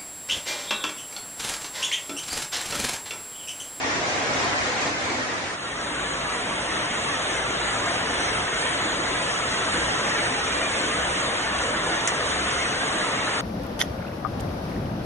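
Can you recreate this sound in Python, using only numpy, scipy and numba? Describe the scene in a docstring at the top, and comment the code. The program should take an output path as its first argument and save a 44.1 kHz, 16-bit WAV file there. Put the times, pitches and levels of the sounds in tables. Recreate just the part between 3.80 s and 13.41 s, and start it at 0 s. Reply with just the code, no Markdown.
"""A roar of heavy tropical rain over a garden, then, from a second shelter, on a corrugated metal roof.
Thousands of drops a second blur into a wash; the level sags as one place gives way to the other.
On the roof side run-off spatters from the edge, larger drops thump the sheet, a few drips ring on
metal and one fat drop smacks nearby, while a low boom wavers underneath."""
import sys
import numpy as np
from scipy import signal
from scipy.fft import rfft, irfft
from scipy.io import wavfile
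from scipy.ndimage import uniform_filter1d
from numba import njit

SR = 44100
rng = np.random.default_rng(int(sys.argv[2]) if len(sys.argv) > 2 else 0)


def inscribe(sig):
    """Save sig as 16-bit PCM at rate SR to the path in sys.argv[1].

    A 1-D sig is mono; a 2-D sig holds one channel per row.
    Samples are clipped to [-1, 1] before scaling.
    """
    pcm = np.round(np.clip(np.atleast_2d(sig).T, -1, 1) * 32767)
    wavfile.write(sys.argv[1], SR, pcm.astype(np.int16))


N = 423801
T = np.arange(N) / SR
HZ = np.maximum(np.fft.rfftfreq(N, 1 / SR), 1)

# the low boom, swelling and sinking: time_s, level_db
BOOM_LEVEL = [(1.8, -61), (2.2, -47), (2.8, -49), (3.1, -59), (3.9, -43.5), (4.05, -56), (4.35, -47),
              (5.1, -55), (5.4, -50), (5.55, -53), (6.02, -41.5), (6.25, -58), (6.74, -44), (6.87, -58),
              (7.3, -41), (7.55, -51), (7.72, -45), (8.26, -58), (8.5, -47), (8.88, -44.5), (9, -62)]
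# its pitch, creeping upward: time_s, pitch_hz
BOOM_PITCH = [(1.8, 53), (3.1, 54.6), (4.6, 59), (6, 63.5), (6.8, 66), (8.3, 64.5), (9.1, 74)]
# drips on a ringing piece of metal: start_s, strike_db, left_minus_right_db
DRIPS = [(6.666, -29, 1.0), (6.7171, -27.5, -3.0), (6.772, -29, -2), (6.826, -28.5, 6), (6.858, -30, 7.0)]
# larger drops thumping the sheet: start_s, strike_db, pitch_hz
THUMPS = [(2.9674, -19, 1820), (3.6262, -19, 1600), (3.8694, -24, 2070), (4.6785, -20, 1830),
          (4.93, -26, 1830), (6.1424, -25, 1820), (8.3779, -23, 1660), (9.2144, -21, 1990)]
# the fat drop close by: start_s, peak_db, pitch_hz
SMACK = [(8.275, -6, 6300)]
# its impact and splash-back: delay_s, strike_db
SPLASH_BACK = [(0, 6), (.0003, 5), (.0008, 1), (.0014, 4), (.0019, 2), (.0045, -4), (.0097, -2), (.013, -5),
               (.0165, -2)]
# level ride of the downpour at each place: time_s, level_db
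GARDEN_LEVEL = [(0, -28), (.2, -28), (.43, -28), (.5, -27.5), (.63, -26), (.75, -28.5), (.87, -27.5),
                (.95, -29.5), (1.03, -27), (1.16, -29.5), (1.25, -28.5)]
ROOF_LEVEL = [(2.2, -30.5), (2.5, -30), (2.88, -30), (2.97, -27.5), (3.1, -29), (3.4, -29), (4.3, -27.5),
              (4.9, -27.5), (5.6, -28), (6.1, -26.5), (6.9, -27.5), (7.7, -28), (9.2, -27.5), (9.61, -27.5)]
# tone colour of the rain: frequency_hz, relative_gain_db
GARDEN_COLOUR = [(10, -52), (30, -13.5), (110, 0.5), (190, -5), (280, 1), (400, -2), (700, 0), (1200, -3),
                 (2200, -3.5), (2700, -9.5), (7400, -15.5), (7800, -24), (9500, -26.5), (9950, -41)]
ROOF_COLOUR = [(25, -5.5), (95, 0), (135, 3), (160, 1.5), (182, 3), (230, -2), (300, 2.5), (360, -1),
               (480, 2), (690, 3), (830, 0.5), (1000, 1.5), (1300, 1.5), (1580, -0.3), (1800, 0.6),
               (2050, -1), (2550, -4.5), (3000, -4), (3500, -6), (4200, -8), (5200, -14), (7200, -12.5),
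               (7550, -16), (7780, -22), (8000, -16), (8500, -11.5), (9680, -19), (9780, -78.5)]
# stereo width (far below 0 is mono, far above is out of phase): frequency_hz, side_minus_mid_db
GARDEN_WIDTH = [(60, -5), (190, -9), (550, -7), (1200, 0), (7700, .5), (8100, -6), (8800, -1.5),
                (10000, -3)]
ROOF_WIDTH = [(100, -48.5), (330, -12.5), (850, -1.5), (1700, -3), (2400, 2.5), (3200, -1.5), (3900, 1.5),
              (4300, 44), (5400, 84), (5750, -29.5), (6050, -21), (7400, -36.5), (7750, -17), (8100, 0),
              (8500, -3)]
# bands of the rain that flicker on their own: centre_hz
FLICKER_BANDS = [80, 200, 400, 700, 1100, 1700, 2500, 3300, 4000, 4800, 5700, 7000, 8800]


def undb(db):
    """Gain of a level in dB."""
    return 10 ** (np.asarray(db) / 20)


def over_time(table):
    """A (time_s, value) table read at every sample."""
    return np.interp(T, *np.transpose(table))


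def over_frequency(table):
    """A (frequency_hz, value) table read at every frequency, on a log axis."""
    hz, value = np.transpose(table)
    return np.interp(np.log(HZ), np.log(hz), value)


def wander(rate_hz):
    """Smooth random drift: stepped values slewed twice, with a spread near 1."""
    hold = int(SR / rate_hz)
    steps = np.repeat(rng.standard_normal(N // hold + 1), hold)
    return 1.09 * uniform_filter1d(uniform_filter1d(steps, hold), hold)[:N]


@njit
def swept_band(x, hz, width_hz):
    """State-variable band-pass with a moving centre, gain 1 there."""
    out, band, low = np.empty(len(x)), 0., 0.
    for i in range(len(x)):
        tuning, damping = np.tan(np.pi * hz[i] / SR), width_hz / hz[i]
        swing = (band + tuning * (x[i] - low)) / (1 + tuning * (tuning + damping))
        band, low = 2 * swing - band, low + 2 * tuning * swing
        out[i] = damping * swing
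    return out


def resonate(x, hz, width_hz):
    """Band-pass parked on one pitch."""
    return swept_band(x + 1e-18, np.full(N, float(hz)), float(width_hz))


@njit
def pings(start_s, hz, t60_s, strength):
    """Each drop sets one resonance ringing until it has died away."""
    out = np.zeros(N)
    for k in range(len(start_s)):
        start = int(start_s[k] * SR)
        pole = np.exp(2j * np.pi * hz[k] / SR - np.log(1000) / (t60_s[k] * SR))
        phasor = strength[k] + 0j
        for i in range(start, min(start + int(t60_s[k] * SR), N)):
            out[i] += phasor.imag
            phasor *= pole
    return out


def boom():
    """A low mono drone, blurred with narrow noise, that drifts in pitch and wavers in level."""
    hz = over_time(BOOM_PITCH)
    wobbling_hz = hz * (1 + .017 * wander(8.1))
    drone = np.sqrt(2) * np.sin(2 * np.pi * np.cumsum(wobbling_hz) / SR)
    blur = swept_band(rng.standard_normal(N), hz, width_hz=1.2)
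    return undb(over_time(BOOM_LEVEL) + wander(11)) * (drone + .5 * blur / np.std(blur))


def drips(pitch_hz=2410, t60_s=.13):
    """A few drips strike sheet metal softly and ring on one note."""
    start_s, strike_db, pan_db = np.transpose(DRIPS)
    each = np.ones(len(DRIPS))
    ears = [pings(start_s, pitch_hz * each, t60_s * each, undb(strike_db + side * pan_db / 2))
            for side in (1, -1)]
    # the soft contact takes a few cycles to build the ring
    return np.array([resonate(ear, pitch_hz, width_hz=150) for ear in ears])


def thumps(t60_s=.022):
    """Larger drops land softly and ring the sheet briefly; two band-passes round off the attack."""
    start_s, strike_db, hz = np.transpose(THUMPS)
    sheet = pings(start_s, hz, np.full(len(THUMPS), t60_s), undb(strike_db))
    for _ in range(2):
        sheet = resonate(sheet, np.mean(hz), width_hz=1500)
    return sheet


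def smack(spray_db=-14, spray_decay_s=.012, knock_hz=2200):
    """A fat drop cracks brightly, thrown-up droplets land after it and fine spray hisses briefly."""
    out = np.zeros((2, N))
    for start_s, peak_db, pitch_hz in SMACK:
        splash = np.zeros((2, N))
        for delay_s, strike_db in SPLASH_BACK:
            splash[:, int((start_s + delay_s) * SR)] = undb(strike_db)
        spray = (T > start_s) * np.exp(-np.maximum(T - start_s, 0) / spray_decay_s)
        splash += undb(spray_db) * spray * rng.standard_normal((2, N))
        crack = np.array([resonate(ear, pitch_hz, width_hz=1700) for ear in splash])
        # the struck surface answers with a lower knock
        knock = np.array([resonate(ear, knock_hz, width_hz=900) for ear in splash])
        hit = crack + knock
        out += undb(peak_db) * hit / np.max(np.abs(hit))
    return out


def patter(tick_chance, spread_db, ping_db, ring_s, ping_count=30000):
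    """Hiss of countless far drops, ticks of near ones, and pings off sheet, leaf or puddle."""
    lands = rng.random(N) < tick_chance
    size = np.minimum(rng.exponential(1, N), 5)
    hiss = rng.standard_normal(N)
    ticks = lands * undb(spread_db * size) * np.sign(hiss)
    when, pitch, length, blow = rng.random((ping_count, 4)).T
    hz = 200 + 9600 * pitch
    t60_s = ring_s * (.5 + length) * (hz / 1000) ** -.3
    # low pings are alike, high ones differ more in strength
    strike_db = -3.5 * np.clip(hz / 1500, .45, .9) * np.log(blow + .015)
    ringing = pings(when * N / SR, hz, t60_s, undb(strike_db) / np.sqrt(t60_s))
    return hiss + ticks + undb(ping_db) * ringing / np.std(ringing)


def rain(level, colour, width, drops, lag_share, flicker_db, spatter_db, sizzle_db):
    """Patter shaped into a wide roar; each band flickers and uneven run-off shakes the treble as one."""
    mid, side = rfft([patter(**drops), patter(**drops)])
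    # some drops reach the left ear early and a touch louder: phase-shifted mid joins the side
    side = np.sqrt(1 - lag_share ** 2) * side + np.exp(1.4j) * lag_share * mid
    side_share = 1 / (1 + undb(-2 * over_frequency(width)))
    spectra = np.array([mid, side]) * undb(over_frequency(colour)) * np.sqrt([1 - side_share, side_share])
    body = (HZ > 300) & (HZ < 3500)  # this range of the mid sets the level
    spectra *= N / np.sqrt(2 * np.sum(np.abs(spectra[0, body]) ** 2))
    run_off = wander(11)
    roar = np.zeros((2, N))
    for hz, only_this in zip(FLICKER_BANDS, np.eye(len(FLICKER_BANDS))):
        band = np.interp(np.log(HZ), np.log(FLICKER_BANDS), only_this)  # triangles that add up to one
        sizzle = max(1 - abs(np.log2(hz / 6500)), 0)  # bands near 6500 Hz flicker most
        treble = np.clip(np.log2(hz / 700) / 3, 0, 1)
        gain_db = (flicker_db + sizzle_db * sizzle) * wander(12) + spatter_db * treble * run_off
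        roar += undb(gain_db) * irfft(spectra * band, N)
    mid, side = roar * undb(over_time(level))
    return np.array([mid + side, mid - side])


def scene(fade_start_s=1.34, fade_s=.75, cut_at_s=1.76, cut_s=.019):
    """The roof swells up under the fading garden, which then drops out quickly as the boom enters."""
    garden_drops = dict(tick_chance=.07, spread_db=-.65, ping_db=-.46, ring_s=.23)
    roof_drops = dict(tick_chance=.008, spread_db=2, ping_db=-1.4, ring_s=.17)
    garden = rain(GARDEN_LEVEL, GARDEN_COLOUR, GARDEN_WIDTH, garden_drops,
                  lag_share=.05, flicker_db=.7, spatter_db=.4, sizzle_db=.4)
    roof = rain(ROOF_LEVEL, ROOF_COLOUR, ROOF_WIDTH, roof_drops,
                lag_share=.3, flicker_db=.85, spatter_db=.9, sizzle_db=1.4)
    fade = np.clip((T - fade_start_s) / fade_s, 0, 1)
    cut = np.clip(.5 + (T - cut_at_s) / cut_s, 0, 1)
    downpour = (1 - cut) * (1 - fade) * garden + fade * roof
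    return cut * boom() + drips() + thumps() + smack() + downpour


def record(dry, low_cut_hz=28, high_cut_hz=10000):
    """The phone drops the deepest bass and cuts the top steeply."""
    low_cut = signal.butter(2, low_cut_hz, "high", fs=SR, output="sos")
    high_cut = signal.ellip(12, .3, 90, high_cut_hz, fs=SR, output="sos")
    return signal.sosfilt(high_cut, signal.sosfilt(low_cut, dry))


dry = scene()
out = record(dry)
inscribe(out)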